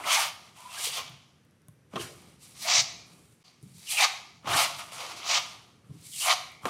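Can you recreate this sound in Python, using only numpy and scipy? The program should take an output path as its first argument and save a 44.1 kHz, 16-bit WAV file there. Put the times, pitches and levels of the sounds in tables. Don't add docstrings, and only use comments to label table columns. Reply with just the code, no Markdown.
import sys
import numpy as np
from scipy import signal
from scipy.fft import rfft, irfft, next_fast_len
from scipy.io import wavfile
from scipy.ndimage import uniform_filter1d, map_coordinates

SR = 44100
rng = np.random.default_rng(int(sys.argv[2]) if len(sys.argv) > 2 else 0)


def bounce(signal):
    frames = np.transpose(np.atleast_2d(signal))
    limited = np.clip(frames, -1, 1)
    pcm = np.round(limited * 32767).astype(np.int16)
    wavfile.write(sys.argv[1], SR, pcm)


def natural_amplitude(level_db):
    exponent = np.asarray(level_db, float) / 20
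    return 10 ** exponent


N = 295029


def unit(x):
    return x / np.sqrt(np.mean(x ** 2) + 1e-20)


def along(points, hz):
    f, v = np.transpose(points)
    return np.interp(np.log(hz + 1), np.log(f + 1), v)


def curves(rows):
    s, *columns = np.transpose(rows)
    return [np.interp(np.arange(N) / SR, s, column) for column in columns]


def wobble(rate):
    knots = rng.standard_normal(int(N * rate / SR) + 4)
    return map_coordinates(knots, [np.arange(N) * rate / SR])


def filtered(x, response):
    m = 2 * next_fast_len(N // 2 + SR // 4)
    return irfft(rfft(x, m) * response(np.fft.rfftfreq(m, 1 / SR)), m)[..., :N]


def noise_shaped(points):
    return unit(filtered(rng.standard_normal(N), lambda f: natural_amplitude(along(points, f))))


def resonances(modes):
    def response(f):
        power = 0
        for hz, width, db in modes:
            power = power + natural_amplitude(2 * db) * (f * width) ** 2 / ((hz * hz - f * f) ** 2 + (f * width) ** 2)
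        cepstrum = irfft(.5 * np.log(power + 1e-12))
        half = len(cepstrum) // 2
        folded = np.r_[cepstrum[0], 2 * cepstrum[1:half], np.zeros(len(cepstrum) - half)]
        return np.exp(rfft(folded))
    return response


def skirt(lo_hz, hi_hz):
    sos = signal.butter(3, [lo_hz, hi_hz], "bandpass", fs=SR, output="sos")
    return lambda f: signal.sosfreqz(sos, f, fs=SR)[1]


def scrape():
    # hz, width_hz, level_db
    flex_modes = [(646, 130, -4.5), (706, 31, 1.5), (753, 140, -0.5), (899, 64, 0.5), (995, 40, -0.5),
                  (1090, 50, 2.5), (1200, 120, 1), (1210, 52, 2), (1370, 210, -2.5)]
    edge_modes = [(2160, 520, -2), (2270, 150, -2), (2530, 200, -4)]
    tip_modes = [(2660, 86, -6), (2890, 310, -2.5), (3140, 450, -1), (3540, 180, -9.5)]
    grit_modes = [(3860, 420, 0.5), (4200, 220, -4), (4590, 710, 1), (4650, 41, 0.5), (4980, 63, -0.5),
                  (5240, 83, 0), (5500, 51, -6.5), (5735, 230, 1), (6200, 56, -4), (6140, 45, -2),
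                  (6440, 1800, -3)]
    # hz, db_per_hz
    wet_hiss = [(5000, -35), (7000, -3), (8500, -1), (10500, -4.5), (12500, -11.5), (15000, -15),
                (16500, -35.5)]
    dry_rasp = [(6000, -31), (8500, -8), (11000, -1.5), (14000, 0), (16500, -1.5)]
    bodies = [lambda f: resonances(flex_modes)(f) * skirt(540, 1550)(f),
              lambda f: resonances(edge_modes)(f) * skirt(1500, 2900)(f),
              lambda f: resonances(tip_modes)(f) * skirt(2300, 3800)(f),
              lambda f: resonances(grit_modes)(f) * skirt(3200, 8000)(f),
              lambda f: natural_amplitude(along(wet_hiss, f)),
              lambda f: natural_amplitude(along(dry_rasp, f))]
    shared = unit(grit(spread_db=2.0, catch_db=2.0))
    grid = np.linspace(0, SR / 2, 4097)
    out = np.zeros(N)
    for level_db, body in zip(contact(), bodies):
        own = unit(grit(spread_db=2.0, catch_db=-0.98))
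        force = unit(shared + 1.24 * own)
        body_rms = np.sqrt(np.mean(np.abs(body(grid)) ** 2))
        out += filtered(force * natural_amplitude(level_db), body) / body_rms
    return out


def contact():
    # time_s, speed_db, blade_pressure_db, compound_wetness_db
    sweep_in = [(0, -57, 17.5, 1.5), (.033, -56.5, 8, 1.5), (.076, -37.5, 6, -4), (.129, -26, -5, -3),
                (.185, -31, -4.5, -2.5), (.255, -35.5, -1, -4.5), (.292, -42, -4.5, -10.5),
                (.32, -61.5, 0, -19.5), (.45, -61, 0, -5.5)]
    sweep_out = [(.7, -57, 2, 1.5), (.735, -48.5, -2, -0.5), (.801, -42, -5.5, 1.5), (.855, -35, -11.5, 1),
                 (.92, -43, -9, -1), (.975, -36.5, -5, -5.5), (.999, -38.5, -3.5, -9.5),
                 (1.03, -52, 0, -22), (1.12, -60, -3, -11)]
    settle = [(1.9, -86, 2, 4), (1.935, -63, 12, -2), (1.975, -53.5, 2.5, -5), (2.021, -45, -8, 1.5),
              (2.08, -54.5, -5, 0), (2.14, -63, -6, 1), (2.25, -65, 0.5, 1.5)]
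    dry_pull = [(2.555, -57.5, -7.5, -3), (2.595, -48.5, -16.5, 0), (2.626, -37.5, -14.5, -5),
                (2.661, -39.5, -2.5, -6), (2.694, -27.5, -6.5, -19.5), (2.766, -21, -13, -30),
                (2.805, -22, -16.5, -44), (2.835, -45, -9.5, -15)]
    first_flick = [(3.75, -62, -20, 3), (3.845, -56, -13, 0), (3.876, -46.5, -23, -2),
                   (3.917, -33.5, -17.5, 2.5), (3.967, -38, -11, 1), (3.995, -31.5, -0.5, -6.5),
                   (4.03, -25, -5, -6), (4.046, -22, -4.5, -16), (4.075, -46, -5, -14)]
    press = [(4.451, -63.5, 11, -6), (4.476, -43, 10.5, -7.5), (4.53, -34, 5.5, -1.5),
             (4.594, -29, 1.5, -1), (4.64, -27.5, -3, -4.5), (4.676, -44, 0.5, -11.5)]
    drag = [(4.765, -52, -20, -0.5), (4.793, -42.5, 3.5, -0.5), (4.816, -46.5, 5, -8.5),
            (4.85, -56.5, 3.5, 2), (4.91, -56, 1, -5), (4.93, -50, 0, 0), (5.02, -44.5, 1.5, -7),
            (5.13, -48.5, 0, -8)]
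    swipe = [(5.17, -46.5, -8, -7), (5.234, -49, 1.5, -10.5), (5.297, -28, -7.5, -19),
             (5.345, -24, -9.5, -19.5), (5.376, -27.5, -5, -27), (5.415, -49, 0.5, -6)]
    second_flick = [(5.85, -81.5, 11, 3), (6.0, -65.5, -7.5, 0.5), (6.045, -57.5, -12, 4.5),
                    (6.11, -55, -25, 7), (6.2, -38.5, -23.5, 2.5), (6.256, -35, 3, 4),
                    (6.308, -26, 1, -10.5), (6.328, -29, 3, -8), (6.355, -50.5, -15.5, -8)]
    slap = [(6.639, -61.5, 8, 0.5), (6.671, -56, 22.4, 10), (6.69, -45, 4.6, -10)]
    # edge_db, tip_db, rasp_db
    grips = [(-2.5, -2, -10), (-3.5, 1.5, -14), (-2.5, -2.5, -14), (-3.5, -5.5, -13), (-2, -3, -21.5),
             (-2.5, -2, -13.5), (-3, -3, -14.5), (-4, -2, -15), (-5, -2.5, -23), (-3.5, -3, -13.5)]
    # start_s, hold_s, speed_db, pressure_db, wetness_db
    brush_table = [(0.568, 0.13, -58, 1, -0.5), (2.424, 0.041, -58.5, -9, 2.5),
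                   (3.071, 0.049, -68.5, 3, 2.5), (3.128, 0.13, -71, -3, 5), (3.439, .01, -62, -5, -9),
                   (3.635, 0.11, -69.5, -8, 3.5)]
    # edge_db, tip_db, rasp_db
    brush_grip = (-3, -3, -20.5)
    approach_db_per_s, trail_db_per_s = 447, 71.5
    edge_pressure = 0.43
    rasp_full_db, rasp_steep = -38.5, 2.7

    strokes = [sweep_in, sweep_out, settle, dry_pull, first_flick, press, drag, swipe, second_flick, slap]
    brushes = [[(s, *rest), (s + hold, *rest)] for s, hold, *rest in brush_table]
    all_grips = list(grips) + [brush_grip] * len(brushes)
    t, levels = np.arange(N) / SR, []
    for rows, (edge_db, tip_db, rasp_db) in zip(strokes + brushes, all_grips):
        speed, pressure, wetness = curves(rows)
        speed = speed - approach_db_per_s * np.maximum(rows[0][0] - t, 0)
        speed = speed - trail_db_per_s * np.maximum(t - rows[-1][0], 0)
        chatter = speed + edge_pressure * pressure
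        rasp = rasp_full_db + rasp_db - rasp_steep * np.maximum(rasp_full_db - speed, 0)
        levels.append([speed + pressure, chatter + edge_db, chatter + tip_db, speed, speed + wetness, rasp])
    return np.max(levels, axis=0)


def grit(spread_db, catch_db):
    sizes = natural_amplitude(spread_db * rng.exponential(size=N)) * rng.standard_normal(N)
    return sizes * natural_amplitude(catch_db * (wobble(45) + wobble(220)))


def song():
    halo_spread, halo_db = 2.2, -7
    out = np.zeros(N + SR)
    voices = air_wedges() + afterrings() + whistles() + squeaks() + singing_modes() + booms()
    for start, end, first_hz, last_hz, width_hz, db, loss_db in voices:
        length_s = end - start
        u = np.arange(round(length_s * SR)) / (length_s * SR)
        turns = u * length_s * max(width_hz, first_hz / 70)
        sway = []
        for core, halo in rng.standard_normal((2, 2, 900)):
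            haze = map_coordinates(halo, [halo_spread * turns])
            sway.append(map_coordinates(core, [turns]) + natural_amplitude(halo_db) * haze)
        phase = 2 * np.pi * np.cumsum(first_hz + (last_hz - first_hz) * u) / SR
        swell = np.sin(np.pi * u) ** .55 * natural_amplitude(db - loss_db * u)
        out[round(start * SR):][:len(u)] += swell * (sway[0] * np.cos(phase) + sway[1] * np.sin(phase))
    return out[:N] * natural_amplitude(2 * wobble(160))


def air_wedges():
    # start_s, end_s, first_hz, last_hz, level_db
    wedges = [(3.864, 3.905, 3100, 2500, -45), (3.895, 3.985, 3250, 3000, -38),
              (3.899, 3.975, 2590, 2450, -41), (3.96, 4.042, 2750, 2050, -24.5),
              (4.002, 4.055, 4080, 3800, -31), (6.114, 6.21, 3480, 2600, -47),
              (6.199, 6.275, 3095, 2500, -34), (6.259, 6.335, 2450, 1950, -32),
              (6.293, 6.328, 3900, 3700, -30)]
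    return [(a, b, hz, last, .2 * hz, db, 0) for a, b, hz, last, db in wedges]


def afterrings():
    # start_s, end_s, first_hz, last_hz, level_db
    lifts = [
        (2.819, 3.265, 2300, 2500, -56),
        (4.05, 4.326, 2180, 2250, -48),
    ]
    return [(a, b, hz, last, .06 * hz, db, 22) for a, b, hz, last, db in lifts]


def whistles():
    # start_s, end_s, first_hz, last_hz, level_db
    swings = [
        (1.53, 1.63, 8200, 10200, -88),
        (1.6, 1.71, 14100, 15000, -92),
        (1.7, 1.8, 15000, 11200, -92),
        (5.55, 5.8, 13000, 9500, -90),
    ]
    return [(a, b, hz, last, .015 * hz, db, 0) for a, b, hz, last, db in swings]


def squeaks():
    # start_s, end_s, first_hz, level_db
    stiffenings = [(0.097, 0.169, 1075, -30.5), (.16, 0.206, 827, -31), (0.089, 0.157, 3080, -30),
                   (0.574, 0.623, 900, -55), (2.638, 2.729, 640, -40.5), (4.915, 5.14, 474, -57)]
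    return [(a, b, hz, 1.09 * hz, .15 * hz, db, 0) for a, b, hz, db in stiffenings]


def singing_modes():
    # start_s, end_s, pitch_hz, width_hz, level_db
    moments = [(0.036, 0.055, 2270, 680, -39.5), (0.067, 0.275, 1660, 490, -41),
               (0.765, 0.8, 1680, 207, -46), (.59, .73, 990, 55, -52), (.72, 0.824, 1020, 80, -52),
               (.69, 0.75, 2700, 194, -53), (.84, 0.914, 3300, 500, -45.5), (.784, 0.811, 517, 170, -50.5),
               (0.864, 0.911, 490, 99, -50.5), (.95, 1.022, 496, 152, -51), (0.966, 1.019, 1065, 64, -45.5),
               (1.683, 1.686, 2470, 2900, -63), (1.957, 1.968, 3100, 1300, -35),
               (1.9565, 1.9605, 4500, 2200, -47), (1.99, 2.025, 2950, 500, -44.5),
               (1.961, 1.984, 1200, 204, -35), (1.992, 2.09, 1605, 492, -50.5),
               (2.68, 2.84, 2280, 130, -43), (2.72, 2.81, 5700, 1600, -27.5),
               (4.527, 4.565, 1600, 620, -33), (4.527, 4.54, 3700, 490, -31.5), (3.44, 3.5, 720, 120, -74),
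               (3.927, 3.995, 802, 242, -43.5), (3.99, 4.062, 770, 160.7, -32),
               (4.03, 4.063, 1600, 100, -34), (.09, .2, 2248, 430, -31.5), (6.035, 6.7, 2220, 310, -59),
               (6.631, 6.654, 1150, 220, -44.5), (3.44, 3.5, 4500, 900, -62), (1.99, 2.14, 490, 200, -54),
               (.1, .19, 6300, 500, -36)]
    return [(a, b, hz, hz, width, db, 0) for a, b, hz, width, db in moments]


def booms():
    # start_s, end_s, pitch_hz, level_db
    leans = [(0, 0.087, 327, -54.5), (1.081, 1.203, 120, -58.5), (1.683, 1.703, 150, -55),
             (1.941, 2.023, 367, -42.5), (1.95, 2.058, 112, -50.5), (2.74, 2.863, 121.8, -50),
             (3.632, 3.686, 165, -46), (3.69, 3.82, 139.6, -59), (4.46, 4.576, 121.7, -41.5),
             (4.458, 4.61, 329.6, -46), (4.919, 5.413, 360.6, -62.5), (5.891, 5.986, 268, -55.5),
             (5.888, 6.026, 150, -54)]
    return [(a, b, hz, hz, .548 * hz, db, 0) for a, b, hz, db in leans]


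def knocks():
    # time_s, click_db, click_hz, ring_db
    ticks = [(1.097, -39, 12120, -60), (1.4497, -56, 11000, -77.5), (1.51, -55, 8050, -75),
             (1.6184, -54, 7500, -68), (1.6841, -39.5, 10300, -56), (2.3202, -53, 8970, -72),
             (2.999, -55.5, 12980, -75.5), (3.122, -60, 14000, -80), (3.151, -50.5, 9000, -76),
             (3.7829, -38, 10030, -78), (4.92, -49, 9000, -39), (6.012, -45, 12060, -77),
             (6.5176, -39.5, 11000, -70)]
    # time_s, click_db, ring_db, thud_db, thud_hz
    landings = [(1.936, -52, -37.5, -38, 203), (1.9575, -38, -25, -32.5, 193),
                (1.9631, -55, -25.5, -38.5, 331), (3.6281, -44.5, -71, -41, 155),
                (4.445, -51, -39, -44, 200), (4.473, -31, -22.5, -37.5, 123), (5.894, -70, -70, -45, 146),
                (5.9047, -68, -57, -36.5, 147), (6.6324, -41, -47, -41, 116.1),
                (6.6541, -29, -15, -26, 273)]
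    # hz, level_db, t60_s
    blade_modes = [(586, 5.5, 0.015), (745, 3, 0.016), (1054, 1, 0.04), (1205, -4.5, 0.024),
                   (1845, -8, 0.025), (2390, -13.5, 0.035), (2910, -13.5, 0.034), (3256, -9.5, 0.015),
                   (4070, -8, 0.014), (5900, -12, 0.014)]
    # multiple_of_thud_hz, level_db, t60_s
    board_modes = [(.75, -6.5, 0.09), (1, 8.5, 0.051), (1.35, 0.5, 0.07), (1.9, -4.5, 0.05),
                   (2.7, -10.5, 0.059), (3.8, -31, .035)]
    # hz, db_per_hz
    smack_colour = [(60, -40), (150, -6.5), (400, 1.5), (1200, -2), (3000, -13.5), (6000, -18.5),
                    (12000, -35.5)]
    landing_click_hz = 9500
    tick_thud_db, tick_thud_hz = -18, 138
    smack_db, smack_t60_s = -10, 0.054

    out, t = np.zeros(N + SR), np.arange(SR // 4) / SR
    splash = noise_shaped(smack_colour)
    hits = [(s, db, hz, ring, db + tick_thud_db, tick_thud_hz) for s, db, hz, ring in ticks]
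    hits += [(s, db, landing_click_hz, *rest) for s, db, *rest in landings]
    for s, click_db, click_hz, ring_db, thud_db, thud_hz in hits:
        at = round(s * SR)
        crackle = uniform_filter1d(rng.standard_normal(len(t)), size=6) * np.sin(2 * np.pi * click_hz * t)
        click = crackle * natural_amplitude(click_db + 8.5 - 60 * t / 0.004) * (1 - np.exp(-t / 0.00015))
        ring = natural_amplitude(ring_db - 6) * ringing(blade_modes, t, attack=.0009)
        thud = natural_amplitude(thud_db + 1.5) * ringing(board_modes, t, attack=0.0066, scale=thud_hz)
        smack_fade = natural_amplitude(ring_db + smack_db - 60 * t / smack_t60_s) * (1 - np.exp(-t / 0.0016))
        smack = np.roll(splash, -at)[:len(t)] * smack_fade
        out[at:][:len(t)] += click + ring + thud + smack
    return out[:N]


def ringing(modes, t, attack, scale=1):
    chance = rng.standard_normal((len(modes), 2)) * [2.5, 1.5]
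    out = np.zeros(len(t))
    for (hz, db, t60), (more_db, turn) in zip(modes, chance):
        out += natural_amplitude(db + more_db - 60 * t / t60) * np.sin(2 * np.pi * scale * hz * t + turn)
    return out * (1 - np.exp(-t / attack))


def room(x):
    # hz, t60_s
    decay = [(150, 0.92), (530, 0.63), (1390, 0.51), (3680, 0.54), (8000, 0.42), (11500, 0.48),
             (14000, 0.38)]
    out, step = np.zeros(N + 2 * SR), SR // 3
    fade = np.hanning(2 * step + 1)[:-1]
    x = np.pad(x, (step, 2 * step))
    for i in range(0, N + step, step):
        hz, t, z = signal.stft(rng.standard_normal(SR * 3 // 4), SR, nperseg=256)
        tail = signal.istft(z * natural_amplitude(-60 * t / along(decay, hz)[:, None]), SR, nperseg=256)[1]
        wet = signal.fftconvolve(x[i:i + 2 * step] * fade, tail / np.linalg.norm(tail))
        out[i:i + len(wet)] += wet
    late = step - 200
    return out[late:late + N]


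def background():
    # time_s, level_db
    push = [(0.0, -60), (0.8, -64), (1.02, -59.5), (1.38, -66.5), (1.86, -63.5), (2.1, -57), (2.44, -59.5),
            (2.89, -56), (3.33, -63.5), (3.6, -67), (3.86, -65.5), (4.01, -63.5), (4.28, -63.5),
            (4.66, -60.5), (4.84, -61), (5.92, -61), (6.26, -65.5), (6.69, -59)]
    # hz, db_per_hz
    rumble_colour = [(15, -58), (40, -33), (70, -9), (130, -1.5), (309, -12.5), (442, -15), (600, -21.5),
                     (900, -82)]
    air_colour = [(250, -47.5), (471, -1.5), (955, -1.5), (1750, -1.5), (3640, -9), (5830, -12.5),
                  (12300, -15), (13500, -33.5)]
    # hz, rms_db
    lamps = [(5701, -91), (6002, -91), (6298, -97), (8253, -95), (9001, -94), (9900, -94)]
    t = np.arange(N) / SR
    steady = filtered(rng.standard_normal(N), lambda f: natural_amplitude(along(rumble_colour, f)))
    rumble = unit(steady * natural_amplitude(1.2 * wobble(7.0)))
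    hiss = noise_shaped(air_colour)
    lines = sum(natural_amplitude(db + 1.6 + 2.5 * wobble(6)) * np.sin(2 * np.pi * hz * t) for hz, db in lamps)
    return natural_amplitude(curves(push)[0]) * rumble + natural_amplitude(-72.5) * hiss + lines


def scene():
    trowel = scrape() + song() + knocks()
    trowel = filtered(trowel, skirt(68, 18000))
    return np.tile(trowel + natural_amplitude(-9.5) * room(trowel) + background(), (2, 1))


def top_cut(x):
    return signal.sosfilt(signal.butter(12, 15970, fs=SR, output="sos"), x)


def record(dry):
    # time_s, gain
    dropout = [
        (3.428, 1),
        (3.432, .03),
        (3.438, .05),
        (3.448, 1),
    ]
    gap = curves(dropout)[0]
    mix = filtered(dry * gap, lambda f: f < 15850)
    return top_cut(mix)


dry = scene()
out = record(dry)
bounce(out)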